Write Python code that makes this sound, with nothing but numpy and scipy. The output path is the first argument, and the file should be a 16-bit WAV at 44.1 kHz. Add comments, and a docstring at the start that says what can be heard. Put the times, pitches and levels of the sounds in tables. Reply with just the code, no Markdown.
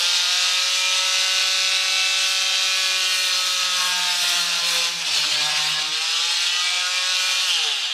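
"""An oscillating multi-tool saws a thin wooden strip at a stud wall in a small bare room, heard almost in mono.
It opens running free and gaining speed: the mains motor swings the blade once a turn, a stack of shaft tones
rippled at twice the mains rate, amid rattling hiss, knocks and bright hiss bursts. From about 2.3 s, pressing
into the wood slows the shaft, shakes the wall into a hum and adds bright rasp. After 6.2 s the shaft recovers
freely; at 7.45 s the tool is switched off, and its tones glide down past resonances of the loose blade."""
import sys
import numpy as np
from scipy import signal
from scipy.fft import next_fast_len
from scipy.io import wavfile
from scipy.ndimage import uniform_filter1d, map_coordinates

SR = 44100
rng = np.random.default_rng(int(sys.argv[2]) if len(sys.argv) > 2 else 0)


def waveform_to_disk(signal):
    """Save audio, clipped to [-1, 1], as 16-bit WAV at the path in sys.argv[1]."""
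    frames = np.transpose(np.atleast_2d(signal))
    scaled = np.clip(frames, -1, 1) * 32767
    samples = np.round(scaled).astype(np.int16)
    wavfile.write(sys.argv[1], SR, samples)


N = 349713
STEP = 64  # samples between control points
RIPPLE_HZ, OFF_S = 120, 7.449  # torque ripple at twice the mains rate; moment of switching off

# how irregular the swing of the blade is: (time [s], unevenness [0-1])
UNEVEN = [(0, .2), (1, .08), (3, .08), (3.4, .2), (4.9, .4), (5.05, .8), (5.4, .5), (6, .4), (6.5, .26),
          (7.4, .2), (7.55, .28), (7.93, .36)]
# spectrum of the rattling hiss and of the knocks: (frequency [Hz], relative density [dB per Hz])
RATTLE = [(25, -63), (280, -59), (370, -33), (560, -22), (1020, -12.5), (1300, -11.5), (2100, -11.5),
          (2600, -3.5), (3600, 0), (6000, -6), (8000, -9.5), (9700, -19.5), (10100, -24), (12800, -29.5),
          (14200, -44), (15500, -49)]
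# resonances of the blade: (frequency [Hz], width [Hz], lift [dB])
BLADE = [(6000, 90, 4), (9630, 60, 6), (10375, 100, 13), (10745, 80, 9), (11480, 70, 10), (13125, 120, 11),
         (13700, 130, 9), (14420, 200, 7), (14880, 250, 7)]
# resonances of the housing, colouring hiss and knocks: (frequency [Hz], width [Hz], lift [dB])
HOUSING = [(1033, 81, -9), (2210, 120, -1), (2440, 150, 2), (3200, 380, -2), (3580, 280, 0), (4150, 140, 3),
           (5000, 390, 1), (3650, 64, 3.5), (4237, 55, 1), (2730, 48, 0.5), (3310, 30, 2.5),
           (2160, 100, -1)]


def gain_of(db):
    """Amplitude factor of a level in dB."""
    return 10 ** (np.asarray(db) / 20)


def evened(x):
    """Scale to an rms of one."""
    return x / np.sqrt(np.mean(x ** 2) + 1e-20)


def read(points, hz):
    """Read a spectrum table along a logarithmic frequency axis."""
    f, value = np.transpose(points)
    return np.interp(np.log(hz + 1), np.log(f + 1), value)


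def curves(rows):
    """Turn each column of a time table into one value a sample."""
    s, *columns = np.transpose(rows)
    return [np.interp(np.arange(N) / SR, s, c) for c in columns]


def fine(points):
    """Control points joined up to one value a sample."""
    return np.interp(np.arange(N), np.arange(0, N, STEP), points)


def lift(modes, hz):
    """Sum of resonance bumps in dB."""
    return sum(db / (1 + (2 * (hz - f) / width) ** 2) for f, width, db in modes)


def drift(per_s, count):
    """Random curves of rms near 1, from per_s random points a second, read at the control steps."""
    points = rng.standard_normal((count, 400))
    at = np.arange(0, N, STEP) / SR * np.clip(per_s, .1, 45)
    return [map_coordinates(p, [at], order=1) for p in points]


def noise(points, modes, patchy_db, flicker_db):
    """Random short-time spectra with drifting patches and a flicker shared by all bands."""
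    frames, hz = N // 256 + 5, np.fft.rfftfreq(1024, 1 / SR)
    real, imaginary, patches = rng.standard_normal((frames, 513, 3)).T
    patches = uniform_filter1d(patches, size=10, axis=0)  # across frequency
    patches = evened(uniform_filter1d(patches, size=12, axis=1))  # across time
    flicker = evened(uniform_filter1d(rng.standard_normal(frames), size=4))
    colour_db = (read(points, hz) + lift(modes, hz))[:, None]
    db = colour_db + patchy_db * patches + flicker_db * flicker
    spectra = (real + 1j * imaginary) * gain_of(db)
    return evened(signal.istft(spectra, nperseg=1024, noverlap=768)[1][:N])


def speed():
    """Shaft speed in Hz: gains toward free speed, is dragged by the cut, recovers, and runs down once off."""
    # the cut slows the shaft; after the last row it recovers freely: (time [s], drag [Hz])
    drag_rows = [(2.3, 0), (2.75, 1), (3.0, 2.3), (3.3, 4.6), (3.75, 6.9), (4.0, 9.4), (4.3, 13.7),
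                 (4.7, 17.5), (5.0, 18.4), (5.05, 38.5), (5.14, 41.2), (5.9, 35.1), (6.0, 29.4),
                 (6.2, 21.8)]
    free_hz, start_short_hz = 189.3, 16.1  # unloaded speed; shortfall at the start
    recover_s, coast_s = .655, 1.03  # time constants of gaining speed and of running down
    t = np.arange(N) / SR
    driven = np.minimum(t, OFF_S)
    since_cut = np.maximum(driven - drag_rows[-1][0], 0)
    drag = curves(drag_rows)[0] * np.exp(-since_cut / recover_s)
    driven_hz = free_hz - start_short_hz * np.exp(-driven / recover_s) - drag
    return driven_hz * np.exp(-(t - driven) / coast_s)


def tones(hz, turn, uneven):
    """Shaft multiples and their mains companions; an uneven swing rocks them and breaks them up."""
    # the motor's whine at the frequency a tone has reached: (frequency [Hz], relative level [dB])
    whine = [(600, -21.5), (1000, -17.5), (1400, -13), (2100, -10.5), (2600, -2), (3600, -5), (4500, -5.5),
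             (6000, -8), (8000, -25)]
    # resonances of housing and room corner that change a tone passing through:
    # (frequency [Hz], width [Hz], lift [dB])
    corner_modes = [(720.6, 17, 8.5), (802, 11, 11), (869, 92, 8.5), (942, 6.7, -16), (990, 13, -3),
                    (1281, 133, 9.5), (1612, 113, 6), (1626, 21, 4.5), (1696, 5.2, -3), (1823, 170, 3),
                    (2054, 76, 6), (2423, 18, -8), (2370, 35, 0.5), (2412, 43, 8), (2640, 10, 3),
                    (2767, 96, 3.5), (3010, 22, -6), (3153, 42, 5), (3432, 37, 8.5), (3684, 190, 5.5),
                    (3880, 37, 6), (4250, 78, 7), (3326, 60, 0)]
    # once the drive is off the loose blade resonates with the gliding tones:
    # (frequency [Hz], width [Hz], lift [dB])
    loose = [(2810, 110, 9.5), (3007, 100, 12), (3184, 130, 9.5), (3410, 130, 9), (4250, 100, -12),
             (4870, 1200, 1)]
    # one multiple sings out, or drops away, for a while:
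    # (middle [s], half length [s], multiple of shaft speed, change [dB])
    swells = [(0.525, 0.046, 20, 8.5), (0.49, 0.27, 22, 2), (0.92, 0.17, 5, 9.5), (0.85, 0.089, 13, 5.5),
              (1.31, 0.2, 15, 7), (1.9, 0.32, 21, 6.5), (1.9, 0.27, 12, 7), (1.8, 1.3, 4, 6.5),
              (1.64, 2.46, 8, 6.5), (1.93, 0.67, 14, 5), (2.78, 0.4, 21, 9), (2.53, .25, 17, 5.5),
              (2.93, 0.33, 13, 7.5), (2.83, 0.17, 9, 7.5), (2.93, 0.2, 6, 9.5), (3.062, 0.1, 17, 7),
              (3.14, 0.23, 10, 9.5), (3.1, 0.14, 15, 7), (3.36, 0.46, 23, 6.5), (3.57, 0.31, 7, 5),
              (3.854, 0.082, 6, 15), (3.99, 0.19, 5, 13), (4.33, 0.28, 4, 12.5), (4.45, 0.23, 8, 7),
              (4.72, 0.48, 6, 11), (5.4, 0.5, 4, 10), (5.47, 0.07, 16, 3), (5.55, 0.17, 5, 14),
              (4.85, .15, 14, -4), (3.02, .12, 16, 5), (3.35, .1, 18, 7), (5.7, 0.29, 6, 9.5),
              (6.3, 0.24, 18, 2), (5.5, 0.16, 11, 7), (6.13, 0.14, 7, 7), (6.29, 0.068, 5, 6.5),
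              (6.565, 0.064, 17, 15), (6.598, 0.11, 11, 10), (6.696, 0.18, 7, 4), (6.9, 0.27, 4, 5),
              (6.723, 0.1, 13, 16), (6.86, 0.049, 8, 16.5), (6.944, 0.048, 13, 8), (7.3, 0.11, 13, 3.5),
              (7.14, 0.37, 6, 7.5), (7.204, 0.14, 8, 12.5), (7.623, 0.14, 5, 6.5), (.4, .5, 6, -9),
              (0.27, 0.33, 12, -13), (.15, 0.18, 8, -1), (0.76, 0.25, 8, -15), (1.34, 0.11, 8, 1.5),
              (0.56, 0.2, 19, -12), (.45, 0.16, 16, -9), (0.83, 0.17, 17, 4), (1.46, 0.48, 17, -11),
              (1.5, 0.35, 13, 3), (1.24, 0.13, 9, -5), (2.3, 0.39, 25, -1), (2.8, 0.36, 4, 4),
              (2.25, 0.3, 15, -7), (6.3, 0.22, 14, -7), (6.3, 0.16, 16, -5), (1.9, 0.33, 18, -3),
              (1.9, .3, 24, -6), (1.7, .3, 16, -5), (2.5, .2, 18, -14), (2.88, 0.13, 18, 10),
              (2.85, 0.11, 24, 9.5), (3.14, 0.14, 8, 5), (3.8, .15, 11, 3), (3.37, 0.32, 10, -3),
              (4.1, 0.36, 9, 1.5), (4.35, .15, 11, 3), (4.5, 0.59, 19, 6), (4.5, 0.18, 21, -4),
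              (5.7, 0.39, 7, 10), (5.806, 0.071, 5, 13.5), (6.3, .25, 12, -10), (6.447, 0.37, 19, 7),
              (6.45, 0.13, 6, -9), (4.5, 0.089, 5, 0), (5.7, 0.16, 12, 5), (7.35, .15, 16, -2),
              (7.35, .15, 11, -6), (7.7, .25, 21, -5), (7.8, 0.13, 14, -2), (0.15, 0.17, 21, 2),
              (6.58, 0.058, 7, 6.5), (7.66, 0.035, 5, 9), (5.78, .05, 11, 13), (4.4, 0.18, 19, 2.5),
              (3.4, 0.23, 4, -4)]
    # the pulsing torque gives multiples companions: (offset [ripple rates], level at the 20th multiple [dB])
    sidebands = [(1, -6), (2, -11.5)]
    sturdy_below = 14  # multiples under this one drop out less deeply
    rough_db, wander_db = 4, 1.6  # quick flutter, growing with multiple and unevenness; slow wandering
    peak_flutter = .9  # the flutter dips deeply but lifts a tone only this many spreads

    out, t = np.zeros(N), np.arange(0, N, STEP) / SR
    ripple_angle = 2 * np.pi * RIPPLE_HZ * np.arange(N) / SR
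    rocked = turn + 0.22 * uneven * fine(drift(40., count=1)[0])
    parity = 2 * np.pi * rng.random(size=2)  # one phase for even multiples, one for odd
    hz, uneven = hz[::STEP], uneven[::STEP]
    coasting = np.clip((t - OFF_S) / 0.064, 0, 1)
    wavers = zip(range(4, 40), drift(4., count=36), drift(11., count=36), drift(40., count=36))
    for k, slow, quick, fast in wavers:
        swell = sum(db * np.exp(-((t - s) / half) ** 4) for s, half, order, db in swells if round(order) == k)
        depth_db = 6.3 + 20. * min(k / sturdy_below, 1) * (1 - .5 * coasting) * abs(quick)
        flutter = rough_db * (max(k, 9) / 15) * (0.32 + uneven) * np.minimum(fast, peak_flutter)
        fading = read(whine, k * hz) - uneven * depth_db + flutter
        resonance = lift(corner_modes, k * hz) + coasting * lift(loose, k * hz)
        level = gain_of(fading + resonance + swell + wander_db * slow)
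        # loosely aligned: a pulse at each end of the swing
        start = parity[k % 2] + 1.11 * rng.standard_normal()
        out += fine(level) * np.cos(k * rocked + start)
        for (step, db), waver in zip(sidebands, drift(3., count=2) if 9 < k < 34 else []):
            resonance = lift(corner_modes, k * hz + step * RIPPLE_HZ)
            level = gain_of(fading + resonance + db + 4.6 * np.minimum(waver, 1)) * k / 20 * (1 - coasting)
            phase = start + 1.87 * rng.standard_normal()
            out += fine(level) * np.cos(k * rocked + round(step) * ripple_angle + phase)
    return out / np.sqrt(uniform_filter1d(out ** 2, size=16000, mode="reflect"))


def corner(x):
    """Sparse early reflections off the near walls, which carve fine peaks and dips into the sound."""
    echo_s = .03  # dying time
    at = np.sort(rng.uniform(.002, 2 * echo_s, size=40))
    taps = np.zeros(round(2 * echo_s * SR) + 1)
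    taps[(at * SR).astype(int)] = rng.choice([-1., 1.], size=40) * np.exp(-at / echo_s)
    return evened(signal.oaconvolve(x, taps)[:N])


def knocks(turn, ripple):
    """Play in the fork knocks at both ends of each swing, never twice alike, and rings the blade."""
    spread_db, jitter_s = 3.5, .0001  # from knock to knock
    ends = np.flatnonzero(np.diff(np.floor(turn / np.pi)))
    size, late = rng.standard_normal((len(ends), 2)).T
    at = np.clip(ends + (jitter_s * SR * late).astype(int), 0, N - 1)
    clicks = np.zeros(N)
    clicks[at] = gain_of(spread_db * np.clip(size, -2, 1.3)) * (1 + 0.12 * ripple[ends])
    hz = abs(np.fft.fftfreq(4096, 1 / SR))
    colour_db = np.maximum(read(RATTLE, hz) + lift(BLADE + HOUSING, hz), -100)
    log_gain = np.log(gain_of(colour_db))
    # minimum phase, so that the ringing follows each click
    ring = np.fft.ifft(np.exp(log_gain - 1j * signal.hilbert(log_gain).imag)).real
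    return evened(signal.oaconvolve(clicks, ring[:2048])[:N])


def tool(hz, turn, level_db, tonal_db):
    """Shaft tones, knocks and fan hiss that throbs with the swing and the mains."""
    # the rattle dulls while the blade is buried and as the tool runs down: (time [s], dull share [0-1])
    muffled = [(0, 0.15), (1, 0.14), (3, 0.15), (3.6, 0.23), (4.6, 0.2), (5.7, 0.2), (6.2, 0.18),
               (7.4, 0.18), (7.6, 0.22), (7.93, 0.4)]
    echo_db, shift_s = -3, 5  # reflections against the direct sound; period of their change
    knock_db, chatter_db = -7.5, 2.2  # knocks against hiss; shudder of the rattle at full unevenness
    t, uneven = np.arange(N) / SR, curves(UNEVEN)[0]
    ripple = np.sin(2 * np.pi * RIPPLE_HZ * t) * (t < OFF_S)
    bursts = (1 + 0.22 * np.cos(2 * turn)) * (1 + 0.023 * ripple)

    hiss = evened(noise(RATTLE, BLADE + HOUSING, patchy_db=1.8, flicker_db=.9))
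    lean = 2 * np.pi * t / shift_s  # the reflections change as hands and tool move
    reflected = np.cos(lean) * corner(hiss) + np.sin(lean) * corner(hiss)
    hiss = evened(hiss + gain_of(echo_db) * reflected) * bursts
    knock = knocks(turn, ripple)
    knock = evened(knock + gain_of(echo_db) * corner(knock))
    rattle = evened(hiss + gain_of(knock_db) * knock)

    dull = np.clip(curves(muffled)[0], 0, 1)
    dulled = 2.06 * signal.lfilter(*signal.butter(2, 4300, fs=SR), rattle)
    rattle = (1 - dull) * rattle + dull * dulled
    rattle = rattle * gain_of(chatter_db * uneven * fine(drift(28., count=1)[0]))
    share = np.clip(gain_of(tonal_db), 0, .98)
    return gain_of(level_db) * (share * tones(hz, turn, uneven) + np.sqrt(1 - share ** 2) * rattle)


def bright_hiss(turn):
    """Bright hiss pulsing twice a turn: rasp while cutting, brief hiss bursts also while running free."""
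    # spectrum of the bright hiss: (frequency [Hz], relative density [dB per Hz])
    bright_colour = [(1000, -39), (3000, 10.5), (6000, 9.5), (9000, 9.5), (12000, 4.5), (15500, -4.5)]
    # slowly changing bed of the hiss: (time [s], level [dB])
    bed = [(0, -40), (2.2, -41.5), (2.9, -37), (4.85, -40), (5.1, -47), (6.0, -56), (7.93, -77)]
    # brief bursts added to the bed, cutting or free: (middle [s], half length [s], level [dB])
    surges = [(0.01, 0.089, -43), (1.344, 0.15, -53), (2.298, 0.077, -43), (3.197, 0.14, -39),
              (3.5, 0.099, -45), (3.859, .1, -37.5), (4.298, 0.16, -36), (4.727, .08, -33.5),
              (5.186, 0.055, -40), (5.48, 0.046, -43), (5.662, .07, -40), (6.4, 0.14, -45),
              (7.0, 0.13, -49), (7.282, 0.14, -38), (7.5, 0.06, -38)]
    t, strokes = np.arange(N) / SR, 1 + .3 * np.cos(2 * turn)
    level = gain_of(curves(bed)[0])
    level = level + sum(gain_of(db) * np.exp(-((t - s) / half) ** 2) for s, half, db in surges)
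    return level * evened(strokes * noise(bright_colour, [], patchy_db=0.0, flicker_db=1.0))


def hum(turn):
    """The three lowest shaft multiples, wavering, and the rumble of the shaken wall, following the first."""
    # hum levels ahead of the common cut below:
    # (time [s], wall at once a swing [dB], blade at twice [dB], blade at three times [dB])
    hum_rows = [(0.0, -76, -60, -40.5), (0.22, -80, -63.5, -46), (1.04, -75, -57.5, -36.5),
                (1.37, -64, -52, -39.5), (1.94, -80, -54, -42), (2.5, -71, -54, -41.5),
                (3.0, -64, -47.5, -41), (3.3, -60, -51, -42.5), (3.7, -53.5, -56.5, -42.5),
                (4.0, -50, -57, -50), (4.17, -52.5, -64, -53.5), (4.35, -45.5, -47, -45),
                (4.55, -50, -63, -51), (4.78, -46, -49, -36), (5.0, -49.5, -60, -45),
                (5.13, -45.5, -54, -48), (5.34, -40.5, -41, -47.5), (5.5, -49.5, -58, -52),
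                (5.72, -41, -53, -51), (5.8, -54, -51, -47), (5.9, -51, -40.5, -50), (6.02, -69, -66, -44),
                (6.3, -88, -69, -47.5), (6.45, -88, -71, -58), (6.65, -90, -71, -62), (6.78, -86, -70, -45),
                (7.09, -78, -68, -39.5), (7.55, -84, -68, -49), (7.66, -75, -59, -37),
                (7.93, -91, -93, -69)]
    # spectrum of wall and strip rumbling: (frequency [Hz], relative density [dB per Hz])
    rumble_colour = [(20, -7), (60, -20), (130, -10), (300, -11.5), (600, 2), (1000, 6), (1700, 11),
                     (2400, -21), (4000, -46)]
    levels, waver, uneven = curves(hum_rows), drift(30., count=4), curves(UNEVEN)[0]
    rocked = turn + 0.67 * uneven * fine(waver[3])
    out = np.zeros(N)
    for k, db, quick, slow in zip((1, 2, 3), levels, waver, drift(12., count=3)):
        flutter_db = 12.8 * np.minimum(quick, .5) + 6 * np.minimum(slow, 1)  # at full unevenness
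        out += np.sqrt(2) * gain_of(db + uneven * fine(flutter_db)) * np.cos(k * rocked)
    pressure_db = uniform_filter1d(levels[0], size=12000, mode="nearest")
    rumble = noise(rumble_colour, [], patchy_db=2.5, flicker_db=4.)
    return gain_of(-4.5) * out + gain_of(0.62 * pressure_db - 9.0) * rumble


def sides(level_db, wall):
    """A faint side layer: noise following the level of the tool, and quadrature hum."""
    # spectrum of the side noise: (frequency [Hz], relative density [dB per Hz])
    side_colour = [(35, -63), (60, -24), (166, -66), (551, -10), (3580, 4.5), (7860, -3), (15000, -27.5)]
    apart = gain_of(level_db - 21.5) * noise(side_colour, [], patchy_db=4.0, flicker_db=5.0)
    # a quarter turn of phase
    return apart + gain_of(-24) * signal.hilbert(wall, next_fast_len(N)).imag[:N]


def scene():
    """One shaft drives tool, bright hiss and wall hum, heard from the centre with a faint side layer."""
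    # tones and rattle together: (time [s], level [dB])
    tool_rows = [(0.0, -21), (0.02, -19), (0.93, -20.5), (1.26, -19.5), (4.13, -21), (4.37, -20),
                 (4.46, -22.5), (4.82, -20), (4.97, -27), (5.17, -20), (5.79, -21.5), (5.9, -24.5),
                 (6.1, -20.5), (6.65, -20.5), (6.87, -21.5), (7.55, -19.5), (7.91, -24), (7.93, -24)]
    hz, level_db = speed(), curves(tool_rows)[0]
    turn = 2 * np.pi * np.cumsum(hz) / SR  # shaft angle in radians
    # share of the tool's level carried by shaft tones, 3 dB less at full unevenness
    tonal_db = -2.5 - 3 * curves(UNEVEN)[0]
    wall = hum(turn)
    centre = tool(hz, turn, level_db, tonal_db) + wall + bright_hiss(turn)
    apart = sides(level_db, wall)
    return np.array([centre + apart, centre - apart])


def record(dry):
    """The band limit: a steep low-pass at 15620 Hz."""
    lowpass = signal.firwin(2047, 15620, window=("kaiser", 9), fs=SR)
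    return signal.oaconvolve(dry, lowpass[None], "same")


dry = scene()
out = record(dry)
waveform_to_disk(out)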